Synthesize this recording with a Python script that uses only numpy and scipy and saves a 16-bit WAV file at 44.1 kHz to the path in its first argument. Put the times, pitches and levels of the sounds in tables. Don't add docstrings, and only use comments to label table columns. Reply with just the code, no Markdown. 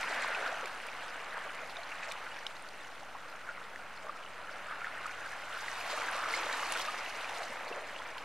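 import sys
import numpy as np
from scipy import signal
from scipy.fft import rfft, irfft, next_fast_len
from scipy.io import wavfile
from scipy.ndimage import uniform_filter1d, map_coordinates

SR = 44100
rng = np.random.default_rng(int(sys.argv[2]) if len(sys.argv) > 2 else 0)


def unload_audio(sound):
    columns = np.transpose(np.atleast_2d(sound))
    steps = np.round(np.clip(columns, -1, 1) * 32767)
    wavfile.write(sys.argv[1], SR, steps.astype(np.int16))


N = 363384

# frequency in Hz, relative level in dB.
AIR_SPECTRUM = [(15, -7), (35, -3.5), (60, -6), (110, -6), (170, -2), (270, -0.5), (370, -1.5), (600, 7),
                (2000, -23), (9000, -18.5), (15500, -28.5)]
# frequency in Hz, width in dB (very negative means both sides alike).
AIR_WIDTH = [(25, -2), (60, -3), (125, -11), (300, -20.5), (1200, -20), (2500, 0), (4500, 0), (12000, -3)]
# time in seconds, pitch in Hz, level in dB.
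MOTOR_TONE = [(0, 77, -75.5), (2.3, 76, -75.5), (3.3, 78.8, -77), (4.25, 85.5, -75), (5.4, 88, -71.5),
              (6.9, 86.4, -77), (8.24, 89.4, -72.5)]
# pitch in Hz, level in dB.
MOTOR_OVERTONES = [(125, -78), (189, -76), (285, -78)]

# start in seconds, peak in dB, pitch in Hz, fading time in cycles.
NEAR_DROPS = [(0.0118, -33, 7200, 1.5), (0.0309, -23.5, 2230, 1.6), (0.1033, -41, 5570, 3),
              (0.2375, -33, 4020, 1.9), (0.246, -25.5, 1020, 1.4), (0.3477, -27, 2530, 3.9),
              (0.4612, -27, 1480, 1.8), (0.4774, -33, 4600, 1.4), (0.524, -34, 710, 3),
              (0.528, -43, 6150, 2.5), (0.6106, -41, 6080, 2.5), (0.657, -32, 2340, 2.3),
              (0.801, -36, 2450, 2.5), (0.8684, -36, 8800, 1), (0.886, -34, 2350, 2.7),
              (1.3802, -38, 870, 1.3), (1.495, -39, 2410, 3), (1.6205, -49, 6740, 2.5),
              (1.693, -36, 1020, 2.2), (1.7595, -37, 2330, 3), (1.7685, -33.5, 3680, 4.2),
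              (1.785, -39.5, 690, 3.5), (1.834, -40.5, 4130, 4), (1.9173, -35.5, 2500, 4.1),
              (2.032, -36, 2420, 2.7), (2.0894, -40, 5370, 3), (2.114, -37, 3700, 3),
              (2.1145, -33, 2380, 2), (2.1214, -31, 8500, 1), (2.2666, -32, 1510, 2),
              (2.2753, -35, 1450, 2), (2.315, -44, 2890, 17), (2.367, -37, 2400, 2),
              (2.4664, -33, 1500, 1.2), (2.4662, -28, 3030, 3.2), (2.4664, -36, 5200, 4),
              (2.4672, -28.5, 3760, 2.8), (2.5665, -43, 4200, 3), (2.624, -44, 8630, 4),
              (2.689, -39, 4560, 2.3), (2.808, -48, 3600, 7.3), (2.848, -50, 2950, 9),
              (2.8805, -47, 5860, 3), (3.0487, -51, 6480, 2.5), (3.3265, -44, 2550, 2.5),
              (3.3603, -48, 6470, 3), (3.4896, -29, 1430, 2.3), (3.501, -40, 1400, 1.9),
              (3.615, -40, 1420, 2.5), (3.7596, -33.5, 1800, 2), (3.774, -36.5, 1485, 2.5),
              (3.9752, -44, 4250, 5.6), (4.068, -37, 1170, 1.6), (4.0942, -31, 1190, 4.1),
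              (4.1245, -40, 1345, 3), (4.2365, -42, 2990, 3.5), (4.262, -41, 2920, 4),
              (4.493, -34, 1450, 2.6), (4.669, -45, 7290, 2), (4.711, -31, 1270, 2),
              (4.8168, -33, 1380, 4.5), (4.8447, -28.5, 1730, 2.4), (4.8698, -29, 1400, 2.7),
              (4.9815, -46, 8250, 2), (5.0445, -35.5, 1510, 2.6), (5.0563, -31, 1270, 3.3),
              (5.0671, -37, 8800, 1), (5.103, -36.5, 1460, 3.7), (5.293, -42, 5740, 2),
              (5.528, -39, 3100, 3.7), (5.608, -37, 6490, 2), (5.682, -28.5, 2000, 2.4),
              (5.715, -35, 5890, 2), (5.811, -32, 2390, 2.1), (5.9026, -33, 4480, 2.5),
              (5.9126, -38, 6700, 2.2), (6.028, -33, 1000, 2.5), (6.085, -25, 1590, 2.6),
              (6.114, -34, 9900, 3), (6.165, -35, 7550, 2), (6.236, -28, 1400, 1.8),
              (6.26, -27.5, 1240, 1.6), (6.286, -29, 1300, 1.8), (6.3248, -32, 1250, 2.1),
              (6.3084, -34, 4430, 3), (6.338, -24, 2120, 5.1), (6.353, -32, 4600, 2.5),
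              (6.5283, -29.5, 3970, 2), (6.631, -29, 1180, 2.3), (6.723, -25, 9700, 4.2),
              (6.7226, -26, 7000, 2.3), (6.752, -28, 2410, 2), (6.7625, -27, 1420, 2.4),
              (6.7738, -33, 8980, 1.6), (6.8008, -30, 3200, 3.1), (6.882, -29.5, 1224, 6.6),
              (7.0621, -32, 2760, 2.5), (7.2445, -31.5, 2450, 2.9), (7.2964, -40, 5800, 2),
              (7.433, -36, 4030, 2), (7.4538, -43, 5970, 2), (7.6804, -38.5, 4260, 4),
              (7.726, -35, 2650, 5.7), (7.963, -35, 2850, 2.3), (7.9893, -38.5, 3300, 4.4),
              (8, -37, 1020, 2.8), (8.02, -36.5, 1410, 2.5), (8.1644, -37, 1410, 2.3),
              (8.168, -37.5, 1030, 3.3), (8.1805, -35.5, 3080, 2.8), (8.1823, -39.5, 4250, 2.5)]
# middle in seconds, half-length in seconds, level in dB.
SHOWERS = [(.11, .025, -50.5), (.225, 0.021, -51), (2.04, 0.018, -53.5), (2.108, 0.017, -52),
           (5.92, 0.017, -48), (5.995, 0.015, -49), (6.365, 0.027, -46.5), (6.548, 0.023, -49),
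           (6.656, 0.011, -51), (6.765, 0.028, -52), (7.432, 0.02, -54)]
# middle in seconds, half-length in seconds, level in dB.
SPURTS = [(0.016, 0.015, -53), (0.1, .0015, -58), (0.146, .003, -50), (0.224, 0.002, -50),
          (0.659, 0.0015, -41), (2.1215, 0.0013, -38), (5.066, 0.002, -53), (5.91, 0.013, -50),
          (6.348, 0.024, -48), (6.724, 0.001, -40), (6.738, .002, -48), (6.774, 0.0012, -45),
          (6.805, 0.007, -52), (7.436, 0.0015, -48)]
# frequency in Hz, relative level in dB.
SHOWER_SPECTRUM = [(3100, -19), (3900, 5), (5800, -5), (8000, -4)]
SPRAY_SPECTRUM = [(1200, -16), (2300, 5), (3200, 2.5), (4100, 1.5), (5200, -0.5), (6300, -1.5), (7200, -4),
                  (8800, -4.5), (9900, -6.5), (11500, -9.5), (15500, -23)]
# frequency in Hz, width in dB.
SPRAY_WIDTH = [(2000, -42), (2800, -18), (3500, -7.5), (5000, -9.5), (8000, -4.5), (12000, -0.5)]
# time in seconds, delay in samples.
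SPRAY_LAG = [(.3, .45), (1, .2), (4.5, .2), (5.9, 1.1), (6.8, 1.15), (7.2, .5), (8.24, .55)]

# middle in seconds, half-length in seconds, level in dB, pitch in Hz.
SWIRLS = [(0.18, 0.14, -41, 1670), (0.183, 0.066, -63, 194), (0.256, 0.026, -45, 960),
          (0.422, 0.014, -45, 473), (0.465, 0.033, -39, 1360), (.645, 0.014, -53, 430),
          (1.28, .008, -51, 320), (1.372, 0.015, -45, 880), (1.354, .025, -44, 1380),
          (1.635, 0.026, -50.5, 530), (1.786, 0.017, -49, 670), (2.033, 0.008, -41, 1750),
          (2.088, .012, -45.5, 570), (3.033, 0.0092, -47, 780), (3.093, 0.0059, -48, 620),
          (3.154, 0.0097, -48, 880), (3.475, 0.0074, -45, 1000), (3.495, 0.015, -46, 1400),
          (4.058, 0.011, -45, 563), (4.096, 0.006, -47.5, 570), (4.087, 0.012, -51, 950),
          (4.717, 0.026, -45.5, 1290), (4.85, 0.011, -44, 1530), (5.065, 0.007, -45.5, 950),
          (5.938, .012, -42.5, 517), (6.253, 0.21, -42, 1140), (6.394, 0.079, -56, 347),
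          (6.614, 0.09, -45, 1010), (6.76, .04, -55, 340), (7.408, 0.042, -45, 665),
          (7.517, 0.021, -59, 185), (7.709, 0.004, -43, 342), (7.713, 0.0054, -45, 468),
          (7.77, 0.078, -47.5, 590), (7.79, .06, -56.5, 392), (7.78, 0.035, -46, 1100)]
# time in seconds, wash level in dB, spray level in dB.
WAVE_LEVELS = [(0, -39.5, -50.5), (.25, -40, -49.5), (.46, -40.5, -50), (.75, -45, -54), (1.1, -44.5, -55),
               (1.4, -43.5, -56.5), (1.7, -47.5, -55.5), (2.07, -43.5, -55.5), (2.35, -47.5, -56),
               (2.85, -51, -58), (4.2, -50, -60), (4.75, -46, -57), (5.5, -45.5, -53), (5.65, -44.5, -48.5),
               (5.92, -40.3, -47), (6.35, -38.5, -46), (6.78, -38.5, -44), (7, -41.5, -50),
               (7.4, -42.5, -49), (7.65, -44, -55), (8.24, -47.5, -56)]
# time in seconds, level in dB.
GURGLE_LEVELS = [(0, -46), (.5, -46), (.75, -54), (1.3, -52.5), (2.1, -55.5), (2.8, -57.5), (3.7, -57),
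                 (4.7, -54.5), (5.6, -53.5), (5.95, -47.5), (6.5, -46), (7, -49.5), (7.7, -49),
                 (8.24, -54.5)]
# time in seconds, level in dB.
LAP_LEVELS = [(.5, -47), (1.3, -55.5), (2.9, -60), (3.4, -52.5), (3.8, -54.5), (4.2, -54.5), (4.7, -51.5),
              (5.5, -49), (6.1, -52), (7.1, -66)]
# frequency in Hz, relative level in dB.
GURGLE_SPECTRUM = [(100, -47), (180, -19), (260, -9.5), (370, -12), (480, -3), (650, 0.5), (850, -3),
                   (1050, -2), (1300, -5), (2500, -57)]
WASH_SPECTRUM = [(400, -23), (750, -1.5), (1000, -3.5), (1200, -1), (1420, -1.5), (1700, -2), (2050, -3),
                 (2600, -7.5), (2850, -9), (3300, -16), (3900, -19), (4500, -23), (8000, -65)]
HOLLOW_SPECTRUM = [(700, -44), (1100, -20), (1300, -8), (1410, -2), (1560, -6), (1850, -15), (3000, -52)]
# frequency in Hz, width in dB.
WATER_WIDTH = [(300, -32), (700, -28), (1250, -35), (2000, -31), (2800, -18.5), (4000, -9)]
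# frequency in Hz, left level minus right level in dB.
PORT_BALANCE = [(1000, 0), (2000, -.4), (4000, -1.1), (8000, -2.1), (12000, -1.6)]

DRIP_OVER_SPRAY_DB, DRIP_SCATTER_DB, DRIP_FALL_DB_PER_OCTAVE = 7.5, 2, 0.5
DRIP_LOW_HZ, DRIP_OCTAVES, DRIP_LIFE_CYCLES = 3800, 1.4, 2.2
HISS_ABOVE_HZ, HISS_GAIN_DB, HISS_FLUTTER_DB = 6040, -3.5, 0.4
HOLLOW_DRIFT, HOLLOW_DRIFT_PER_S = .025, 5
FAR_RUSH = 2.3
TOP_HZ, ZERO_OFFSET = 15700, -.0029


def amp(db):
    return 10 ** (np.asarray(db) / 20)


def unit(x):
    return x / np.sqrt(np.mean(x ** 2) + 1e-20)


def along(points, hz):
    freqs, values = np.transpose(points)
    return np.interp(np.log(hz + 1), np.log(freqs + 1), values)


def curves(rows):
    times, *columns = np.transpose(rows)
    return [np.interp(np.arange(N) / SR, times, column) for column in columns]


def wobble(rate):
    return map_coordinates(rng.standard_normal(int(N * rate / SR) + 4), [np.arange(N) * rate / SR])


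def swell(rate, depth_db):
    return amp(depth_db * wobble(rate))


def bump(middle, half_length):
    return np.exp(-.5 * ((np.arange(N) / SR - middle) / half_length) ** 2)


def filtered(x, response):
    size = next_fast_len(N + SR // 2)
    return irfft(rfft(x, size) * response(np.fft.rfftfreq(size, 1 / SR)), size)[..., :N]


def at_ports(pair, spectrum, width):
    def response(hz):
        angle = np.arctan(amp(along(width, hz)))
        return amp(along(spectrum, hz)) * [np.cos(angle), np.sin(angle)]
    mid, side = filtered(pair, response)
    return unit(np.array([mid + side, mid - side]))


def from_the_right(pair, lag):
    left = map_coordinates(pair[0], [np.arange(N) - lag / 2], order=5)
    right = map_coordinates(pair[1], [np.arange(N) + lag / 2], order=5)
    return np.array([left, right])


def patchy_noise(depth_db):
    spectra = signal.stft(rng.standard_normal((2, N)), nperseg=512)[2]
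    patches = uniform_filter1d(rng.standard_normal(spectra.shape[1:]), size=6, axis=0)
    patches = uniform_filter1d(patches, size=10, axis=1)
    noise = signal.istft(spectra * amp(depth_db * unit(patches)), nperseg=512)[1]
    return unit(noise[:, :N])


def bubble(cycles, life, rise):
    age = np.maximum(cycles, 0) / life
    return np.sqrt(2 * age) * np.exp(.5 - age) * np.sin(2 * np.pi * cycles * (1 + rise * age))


def bubbles(count, low_hz, high_hz, life, spread_db, samples):
    when, pitch, strength, damping, bearing = rng.random((count, 5)).T[:, :, None]
    hz = low_hz * (high_hz / low_hz) ** pitch
    gain = amp(-spread_db * np.log(strength + .01)) * hz / high_hz
    lives = life * 2 ** (2 * damping - 1)
    rings = gain * bubble(hz * np.arange(samples) / SR, lives, rise=0.019)
    places = ((when * N).astype(int) + np.arange(samples)).ravel()
    shares = np.cos(2 * np.pi * bearing), np.sin(2 * np.pi * bearing)
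    return np.array([unit(np.bincount(places, (rings * share).ravel(), N)[:N]) for share in shares])


def breeze():
    return amp(-59) * at_ports(rng.standard_normal((2, N)), AIR_SPECTRUM, AIR_WIDTH)


def motor():
    def tone(hz):
        return np.sqrt(2) * np.sin(2 * np.pi * np.cumsum(hz + .9 * wobble(6)) / SR)
    pitch, level_db = curves(MOTOR_TONE)
    overtones = sum(amp(db) * swell(rate=1.9, depth_db=1) * tone(hz) for hz, db in MOTOR_OVERTONES)
    return amp(level_db) * swell(rate=7, depth_db=1.5) * tone(pitch) + overtones


def drips(count):
    when, pitch, strength = rng.random((count, 3)).T
    _, spray_db = curves(WAVE_LEVELS)
    octaves = DRIP_OCTAVES * pitch
    hz = np.minimum(DRIP_LOW_HZ * 2 ** octaves, TOP_HZ)
    db = spray_db[(when * N).astype(int)] + DRIP_OVER_SPRAY_DB - DRIP_FALL_DB_PER_OCTAVE * octaves
    db += DRIP_SCATTER_DB * (2 * strength - 1)
    return list(zip(when * N / SR, db, hz, np.full(count, DRIP_LIFE_CYCLES)))


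def drops():
    out, t = np.zeros((2, N + SR)), np.arange(SR // 20) / SR
    for start, db, hz, life in NEAR_DROPS + drips(count=70):
        lead = rng.normal(0, 4e-6)
        port_time = t + np.array([[lead], [-lead]])
        ring = bubble(hz * port_time, life, rise=0.00097)
        echo = bubble(hz * (port_time - rng.uniform(.003, .006)), life, rise=.008)
        band = signal.butter(2, [hz / 2, min(hz * 1.74, SR * .45)], "bandpass", fs=SR)
        slap = unit(signal.lfilter(*band, rng.standard_normal(len(t)))) * np.exp(-t * hz / (3 * life))
        first = round(start * SR)
        out[:, first:first + len(t)] += amp(db) * (ring + .13 * echo + .13 * slap)
    return out[:, :N]


def showers():
    strength = sum(amp(db) * bump(middle, half_length) for middle, half_length, db in SHOWERS)
    droplets = bubbles(count=9000, low_hz=3000, high_hz=8000, life=2.6, spread_db=2.2, samples=300)
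    return strength * at_ports(droplets, SHOWER_SPECTRUM, SPRAY_WIDTH)


def spray():
    _, level_db = curves(WAVE_LEVELS)
    spurts = sum(amp(db) * bump(middle, half_length) for middle, half_length, db in SPURTS)
    crackle = bubbles(count=18000, low_hz=2500, high_hz=14000, life=1.6, spread_db=3.2, samples=160)
    clusters = .75 * swell(rate=55, depth_db=2.6)
    fizz = at_ports(clusters * crackle + patchy_noise(depth_db=2), SPRAY_SPECTRUM, SPRAY_WIDTH)
    hiss = filtered(fizz, lambda hz: hz ** 4 / (hz ** 4 + HISS_ABOVE_HZ ** 4))
    hiss_gain = amp(HISS_GAIN_DB) * swell(rate=28, depth_db=HISS_FLUTTER_DB)
    return (amp(level_db) + spurts) * (fizz + (hiss_gain - 1) * hiss)


def swirls():
    out = np.zeros(N)
    for middle, half_length, db, hz in SWIRLS:
        band = signal.butter(2, [hz * 0.893, hz * 1.3], "bandpass", fs=SR, output="sos")
        gulp = unit(signal.sosfilt(band, rng.standard_normal(N)))
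        out += amp(db) * bump(middle, half_length) * gulp
    return out


def sloshing(pair):
    position = np.cumsum(1 + HOLLOW_DRIFT * wobble(HOLLOW_DRIFT_PER_S))
    return np.array([map_coordinates(port, [position], mode="mirror") for port in pair])


def waves():
    wash_db, _ = curves(WAVE_LEVELS)
    lap_db, = curves(LAP_LEVELS)
    gurgle_db, = curves(GURGLE_LEVELS)
    big = bubbles(count=3400, low_hz=250, high_hz=1100, life=1.4, spread_db=1.2, samples=1400)
    middling = bubbles(count=9000, low_hz=800, high_hz=4500, life=1.9, spread_db=1.9, samples=500)
    in_hollow = bubbles(count=5000, low_hz=1200, high_hz=1700, life=2.6, spread_db=1.1, samples=800)
    gurgle = at_ports(big + FAR_RUSH * patchy_noise(depth_db=1), GURGLE_SPECTRUM, WATER_WIDTH)
    wash = at_ports(middling + FAR_RUSH * patchy_noise(depth_db=1), WASH_SPECTRUM, WATER_WIDTH)
    lap = swell(rate=9, depth_db=2) * sloshing(at_ports(in_hollow, HOLLOW_SPECTRUM, WATER_WIDTH))
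    water = amp(gurgle_db) * gurgle + amp(wash_db) * wash + amp(lap_db) * lap
    return swell(rate=13, depth_db=0.5) * water


def scene():
    lag, = curves(SPRAY_LAG)
    water = waves() + swirls()
    splashes = from_the_right(spray() + showers() + drops(), lag)
    return water + splashes + motor() + breeze()


def record(dry):
    def response(hz):
        return amp(along(PORT_BALANCE, hz) * np.array([[.5], [-.5]])) * (hz < TOP_HZ)
    return ZERO_OFFSET + filtered(dry, response)


dry = scene()
out = record(dry)
unload_audio(out)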